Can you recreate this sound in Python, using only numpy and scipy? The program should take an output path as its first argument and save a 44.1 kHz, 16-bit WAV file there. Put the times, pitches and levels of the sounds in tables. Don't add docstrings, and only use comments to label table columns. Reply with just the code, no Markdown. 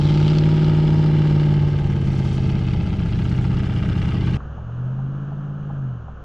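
import sys
import numpy as np
from scipy import signal
from scipy.fft import rfft, irfft
from scipy.io import wavfile
from scipy.ndimage import uniform_filter1d

SR = 44100
rng = np.random.default_rng(int(sys.argv[2]) if len(sys.argv) > 2 else 0)


def unload_wav(signal):
    wavfile.write(
        sys.argv[1],
        SR,
        np.round(np.clip(np.atleast_2d(signal).T, -1, 1) * 32767).astype(np.int16),
    )


N = 275184
T = np.arange(N) / SR


def amp(db):
    return 10 ** (np.asarray(db) / 20)


def unit(x):
    return x / np.sqrt(np.mean(x ** 2) + 1e-20)


def bump(x, centre, width):
    return np.exp(-((x - centre) / width) ** 2)


def curves(rows):
    s, *columns = np.transpose(rows)
    return [np.interp(T, s, c) for c in columns]


def colour(x, points):
    hz, db = np.transpose(points)
    f = np.fft.rfftfreq(N, 1 / SR)
    return irfft(rfft(x) * amp(np.interp(np.log(f + 1), np.log(hz), db)), N)


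def noise():
    return rng.standard_normal(N)


def drift(hz):
    f = np.fft.rfftfreq(2048, 1 / 256)
    slow = irfft(rfft(rng.standard_normal(2048)) / (1 + (f / hz) ** 4))
    return unit(np.interp(T * 256, np.arange(len(slow)), slow))


def tone(turns, shake):
    return np.sqrt(2) * np.cos(2 * np.pi * turns) * (1 + shake * drift(6.2))


# f/Hz, gain/dB
HUSH_SPECTRUM = [(15, 18), (60, 12.5), (200, 9.5), (270, 4), (600, 0.5), (950, -4.5), (1350, 0), (1650, -7),
                 (2000, -24.5), (2500, -23), (2950, -16.5), (3600, -28), (5100, -38), (6500, -31.5),
                 (7300, -41), (8200, -68)]
# t/s, level/dB
HUSH_LEVEL = [(4.39, -38.5), (5.05, -37.5), (5.7, -38.5), (6.24, -41.5)]
def cabin_hush():
    return amp(curves(HUSH_LEVEL)[0]) * unit(colour(noise(), HUSH_SPECTRUM)) * amp(.5 * drift(6.9))


# multiple of the cycle, level/dB, resonance f/Hz, width/Hz, lift/dB
CABIN_BOOMS = [(5, -45.5, 65.4, 11, 13), (8, -55, 131, 28, 31), (9, -55.5, 160, 19, 15.5),
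               (11, -40.5, 204, 8.1, 4), (12, -54.5, 212, 15, 4.5), (13, -50.5, 212, 10, 11.5),
               (16, -55.5, 274, 11, 11), (19, -61.5, 326, 8.1, 11)]
def cabin_engine(low_hz=95.5, top_hz=142.2, top_s=5.5, rise_s=1.12, release_s=5.65, sink_s=.65):
    climb = 1 - np.clip((top_s - T) / rise_s, 0, 1) ** 2
    released = np.sin(np.pi / 2 * np.clip((T - release_s) / sink_s, 0, 1)) ** 2
    speed = (low_hz + (top_hz - low_hz) * (climb - released)) / 8
    cycle = np.cumsum(speed * (1 + .00093 * drift(12))) / SR
    booms = 0
    for k, db, hz, width, lift_db in CABIN_BOOMS:
        level = amp(db + lift_db * bump(round(k) * speed, hz, width))
        booms += level * tone(round(k) * cycle + rng.random(), shake=.012 * k)
    return booms * amp(-4 * released)


# t/s, peak before filtering/dB, f/Hz
KNOCK_AND_TICKS = [(4.403, -32, 1112), (4.579, -34.5, 707), (4.989, -33.5, 795), (5.319, -33, 656),
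                   (5.700, -34, 820), (6.080, -33, 770)]
def knock_and_turn_signal(rise_s=.0006, fall_s=.011):
    out, t = np.zeros(N), np.arange(4096) / SR
    f = np.fft.rfftfreq(len(t), 1 / SR) + 1
    for s, db, hz in KNOCK_AND_TICKS:
        thud = unit(irfft(rfft(rng.standard_normal(len(t))) * bump(np.log2(f / hz), 0, .75)))
        envelope = (1 - np.exp(-t / rise_s)) * np.exp(-t / fall_s)
        hit = (np.sin(2 * np.pi * hz * t) + thud) * envelope
        out[round(s * SR):][:len(t)] += amp(db) * hit / abs(hit).max()
    return colour(out, [(1600, 1), (2200, -14), (6000, -35.5)])


# t/s, half length/s, level/dB
SAND_SPURTS = [(2.27, 0.16, -60.5), (3.3, 0.065, -67), (4.1, 0.59, -71)]
def sand(grains_per_s=26000, spread_db=4.5, steady_db=-63):
    grains = noise() * (rng.random(N) < grains_per_s / SR)
    clumps = amp(spread_db * np.tanh(drift(65)))
    level = amp(steady_db) + sum(amp(db) * bump(T, s, half_s) for s, half_s, db in SAND_SPURTS)
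    crunch = colour(grains * clumps, [(1500, -14), (6000, 2.5), (9500, -10.5), (12500, -24.5)])
    return level * unit(crunch)


# t/s, f/Hz, gain/dB
IDLE_COURSE = [(0, 33.27, 1), (1, 33.43, -1), (1.9, 33.12, 1), (2.2, 32.19, -1), (3.2, 32.61, 1.5),
               (4.37, 32.26, 0.5)]
# multiple, level/dB
IDLE_HARMONICS = [(1, -36), (2, -33), (3, -28.5), (5, -33.5), (6, -37)]
def towed_car():
    hz, gain_db = curves(IDLE_COURSE)
    turns = np.cumsum(hz * (1 + .0013 * drift(12))) / SR
    idle = sum(amp(db) * tone(round(k) * turns + rng.random(), shake=.063) for k, db in IDLE_HARMONICS)
    return amp(gain_db) * idle


# t/s, peak before filtering/dB, centre f/Hz
GEAR_CLICKS = [(0.280, -14.5, 4000), (0.385, -13, 4300), (0.437, -18.5, 2600), (0.645, -18, 4200),
               (2.734, -24.5, 2560), (2.991, -29, 2500), (3.314, -24.5, 1700)]
# f/Hz, gain/dB
GEAR_SPECTRUM = [(600, -8), (1300, -3), (4800, -7), (6500, -18), (12000, -34.5)]
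def towing_gear(fall_s=.0026, octaves=.84):
    out, t = np.zeros(N), np.arange(2048) / SR
    f = np.fft.rfftfreq(len(t), 1 / SR) + 1
    for s, db, hz in GEAR_CLICKS:
        band = bump(np.log2(f / hz), 0, octaves)
        click = irfft(rfft(rng.standard_normal(len(t))) * band) * np.exp(-t / fall_s)
        out[round(s * SR):][:len(t)] += amp(db) * click / abs(click).max()
    return colour(out, GEAR_SPECTRUM)


def bodywork(x, echo_db=-8.5, fall_s=.012, turns_per_s=.35):
    t = np.arange(2048) / SR
    echoes = rng.standard_normal((2, len(t))) * np.exp(-t / fall_s)
    a, b = (signal.oaconvolve(x, echo / np.linalg.norm(echo))[:N] for echo in echoes)
    angle = 2 * np.pi * turns_per_s * T
    return (x + amp(echo_db) * (a * np.cos(angle) + b * np.sin(angle))) / np.hypot(1, amp(echo_db))


# f/Hz, gain/dB
RUMBLE_SPECTRUM = [(12, -6.5), (30, 3.5), (60, -3), (130, 5), (200, -1.5), (240, -10), (380, -15),
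                   (480, -18), (900, -62.5)]
def rumble(load):
    return amp(-30 - 3 * load) * unit(colour(noise(), RUMBLE_SPECTRUM))


def straining(load, onset=.45, span=.38):
    return np.clip((load - onset) / span, 0, 1)


def puffs(cycle, cylinders_db, rise, fall, uneven_db):
    count, age = (8 * cycle).astype(int), 8 * cycle % 1
    size_db = np.take(cylinders_db, count, mode="wrap") + uneven_db * rng.standard_normal(1024)[count]
    return unit(amp(size_db) * (1 - np.exp(-age / rise)) * np.exp(-age / fall))


# gain off load/dB, gain straining/dB
CYLINDER_TICKS = [(-4, 1), (1, -7), (1.5, 3), (0, -.5), (-7, -4), (-3, 2.5), (4.5, 2), (3, 0)]
def ticking(cycle, strain, late_cycles=.04):
    easy_db, hard_db = np.transpose(CYLINDER_TICKS)
    easy = puffs(cycle + 1 - late_cycles, easy_db, rise=.03, fall=.55, uneven_db=1.06)
    hard = puffs(cycle, hard_db, rise=.012, fall=.35, uneven_db=1.77)
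    return np.sqrt((1 - strain) * easy ** 2 + strain * hard ** 2)


# f/Hz, width/Hz, lift/dB
METAL_MODES = [(1010, 120, -4), (1236, 110, 4), (1465, 50, -6), (1595, 170, 4), (1815, 58, -8.5),
               (2086, 150, 4), (2455, 43, -3.5), (2914, 580, 3.5), (3800, 40, -4.5)]
def metal_ring(x):
    f = np.fft.rfftfreq(N, 1 / SR)
    response = amp(sum(db / (1 + 2j * (f - hz) / width) for hz, width, db in METAL_MODES))
    return irfft(rfft(x) * response, N)


def rattle(clatter, per_s=420, fall_s=.0038, spread_db=3.5, low_hz=1188, high_hz=5490, parts=32):
    out, t = np.zeros(N), np.arange(1500) / SR
    starts = np.flatnonzero(rng.random(N) < per_s * clatter ** 2 / SR)
    gains = amp(spread_db * np.minimum(rng.exponential(1, len(starts)), 2))
    part_hz = np.geomspace(low_hz, high_hz, parts) * rng.uniform(.98, 1.02, parts)
    for i, gain, hz in zip(starts, gains, rng.choice(part_hz, len(starts))):
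        ping = gain * np.sin(2 * np.pi * hz * t) * np.exp(-t / fall_s)
        out[i:i + len(t)] += ping[:N - i]
    return unit(colour(metal_ring(out), [(1200, 3.5), (3300, .5), (5400, -5.5)]))


# f/Hz, gain/dB
HISS_SPECTRUM = [(1800, -25), (3000, 4), (3500, 4), (4700, 2), (5600, -3.5), (6200, -11), (7200, -12.5),
                 (9500, -27.5), (13000, -54.5)]
def hiss(clatter):
    spit = noise() * np.hypot(clatter, .55)
    return unit(metal_ring(colour(spit, HISS_SPECTRUM)))


def pipe_ring(cycle, size=1024):
    shape = irfft(np.exp(2j * np.pi * rng.random(size // 4)), size)
    return unit(np.interp(cycle * size, np.arange(size), shape, period=size))


# f/Hz, gain/dB
RASP_SPECTRUM = [(250, -36.5), (600, -9), (900, -19), (1040, 1), (1270, 4.5), (1830, 1), (2200, 1.5),
                 (3000, 0), (3700, -6.5), (5000, -23.5), (12000, -67.5)]
def rasp(pipe, clatter, load):
    air = noise() + (.3 + load) * pipe
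    return unit(metal_ring(colour(air * np.hypot(clatter, .7), RASP_SPECTRUM)))


# place/cycles, f/Hz, half length/s, level off load/dB, level straining/dB
PIPE_HOOTS = [(0.109, 588, .003, -48, -35.5), (.31, 794, 0.0051, -46, -39),
              (0.664, 890, .003, -56.5, -35.5), (0.921, 850, .004, -39.5, -38.5)]
def hoots(cycle, speed, strain, stray_cycles=.003, waver=.025):
    out = 0
    for place, hz, half_s, easy_db, hard_db in PIPE_HOOTS:
        stray = (1 - strain) * stray_cycles * drift(12)
        age = ((cycle - place + stray + .5) % 1 - .5) / speed
        pitch = hz * (1 + (1 - strain) * waver * drift(10))
        db = easy_db + strain * (hard_db - easy_db) + 1.8 * drift(8)
        out += amp(db) * bump(age, 0, half_s) * np.cos(2 * np.pi * pitch * age)
    return out


CYLINDER_PUFFS = [3, 3, 1, 2, -7.5, 1, 4.5, -2]
# f/Hz, gain/dB
BLARE_SPECTRUM = [(350, -29), (440, 6.5), (500, -7.5), (580, 4.5), (660, 3.5), (730, -3.5), (810, 4.5),
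                  (900, 3.5), (1010, -8.5), (1250, -15), (2200, -29.5), (3500, -47.5)]
def blare(cycle, pipe, load):
    gate = puffs(cycle, CYLINDER_PUFFS, rise=.03, fall=.6, uneven_db=1.5) + .33
    lines, breath = (unit(colour(air * gate, BLARE_SPECTRUM)) for air in (pipe, noise()))
    clean = .25 + .75 * straining(load)
    return amp(-44.5 + 4 * load ** 2) * (np.sqrt(clean) * lines + np.sqrt(1 - clean) * breath)


# multiple of the cycle, level off load/dB, level straining/dB
EXHAUST_ORDERS = [(3, -39, -34.5), (5, -30, -37), (9, -41.5, -36.5), (10, -42.5, -44.5), (11, -29.5, -31.5),
                  (12, -41.5, -53), (13, -33, -35), (14, -41, -49), (15, -55, -36), (16, -48, -35.5),
                  (17, -47, -34.5), (18, -54, -46.5), (19, -43.5, -35.5), (20, -43.5, -46.5),
                  (21, -55.5, -48.5), (22, -49, -51), (23, -50.5, -51.5), (24, -53, -50.5),
                  (26, -49.5, -48), (27, -51, -47.5), (30, -54, -48.5), (33, -57, -47), (34, -64, -49.5),
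                  (42, -65.5, -52), (46, -56.5, -46.5), (49, -61, -48), (58, -65.5, -53.5),
                  (66, -65.5, -54)]
# f/Hz, width/Hz, lift/dB
PIPE_MODES = [(233.6, 11.5, -10.5), (266.4, 9.9, 6.5), (324.4, 13.4, 4.5), (371, 20, 5), (436, 22, 4),
              (707, 33, -9.5), (810, 33, 5.5)]
# t/s, level/dB
FIRING_LEVEL = [(0.0, -17), (0.15, -15.5), (1.54, -16), (1.92, -21), (2.74, -22), (2.9, -30.5),
                (3.33, -21.5), (3.9, -25.5), (4.3, -22.5)]
def exhaust_drone(cycle, speed, load, shake_per_order=.0061):
    lead = np.angle(np.fft.fft(amp(CYLINDER_PUFFS))) / (2 * np.pi)
    lag = (1 - load) / 2 + load / 6
    shake = .017 * load + .026 * (1 - load)
    f = np.arange(1200)
    lift = sum(lift_db * bump(f, hz, width) for hz, width, lift_db in PIPE_MODES)
    strain, orders = straining(load), 0
    for k, easy_db, hard_db in EXHAUST_ORDERS:
        k = round(k)
        db = easy_db + strain * (hard_db - easy_db) + np.interp(k * speed, f, lift)
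        scatter = rng.random() * (k > 20) + .075 * (k / 46) ** 2 * drift(6)
        turns = k * cycle + lead[k % len(lead)] - lag + scatter
        orders += amp(db) * tone(turns, shake + shake_per_order * k)
    return orders + amp(curves(FIRING_LEVEL)[0]) * tone(8 * cycle - lag, shake=.02)


# t/s, f/Hz
ENGINE_SPEED = [(0.0, 18.5), (0.33, 19.1), (0.58, 19.3), (1.01, 19.18), (1.63, 18.4), (1.81, 18.0),
                (1.98, 17.26), (2.2, 16.68), (2.49, 16.6), (2.7, 16.08), (3.01, 15.27), (3.4, 15.88),
                (3.72, 15.56), (4.36, 15.86)]
# t/s, load/0-1
ENGINE_LOAD = [(0, 0.78), (1.5, 0.73), (1.95, 0.42), (2.55, 0.41), (2.95, 0.11)]
# t/s, level/dB
RASP_LEVEL = [(0.0, -45.5), (0.3, -43.5), (1.53, -45.5), (2.98, -43.5), (4.16, -39.5), (4.3, -40.5)]
def truck(rattle_db=-6):
    speed, load = curves(ENGINE_SPEED)[0], curves(ENGINE_LOAD)[0]
    strain = straining(load)
    surge = uniform_filter1d(np.gradient(speed) * SR, size=SR // 5)
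    cycle = np.cumsum(speed * (1 + .0005 * drift(12))) / SR
    drone = exhaust_drone(cycle, speed, load)
    pipe, clatter = pipe_ring(cycle), ticking(cycle, strain)
    rasp_level = amp(curves(RASP_LEVEL)[0])
    hiss_level = amp(-55 + load * (12 + 2.5 * surge))
    rattle_level = amp(rattle_db) * np.hypot(rasp_level, hiss_level)
    upper = rasp_level * rasp(pipe, clatter, load) + hiss_level * hiss(clatter)
    upper += rattle_level * rattle(clatter)
    upper = bodywork(upper) * amp(.5 * drift(8.2))
    return rumble(load) + upper + hoots(cycle, speed, strain) + blare(cycle, pipe, load) + drone


# f/Hz, side against mid/dB
BEACH_WIDTH = [(30, -21.5), (120, -32.5), (500, -21.5), (2000, -12), (5000, -13.5), (11000, -7)]
def scene(cut_s=4.372):
    beach = truck() + towed_car() + sand() + towing_gear()
    lean = colour(beach, [(100, -40), (500, -51.5), (1500, -22), (4000, -18.5)])
    side = lean + colour(np.roll(beach, round(.011 * SR)), BEACH_WIDTH)
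    cabin = cabin_hush() + cabin_engine() + knock_and_turn_signal()
    inside = .5 + .5 * np.tanh((T - cut_s) / .0015)
    return (1 - inside) * np.array([beach + side, beach - side]) + inside * cabin


def record(dry, edge_hz=13200):
    lowpass = signal.firwin(511, edge_hz, window=("kaiser", 9), fs=SR)
    return signal.oaconvolve(dry, lowpass[None], "same")


dry = scene()
out = record(dry)
unload_wav(out)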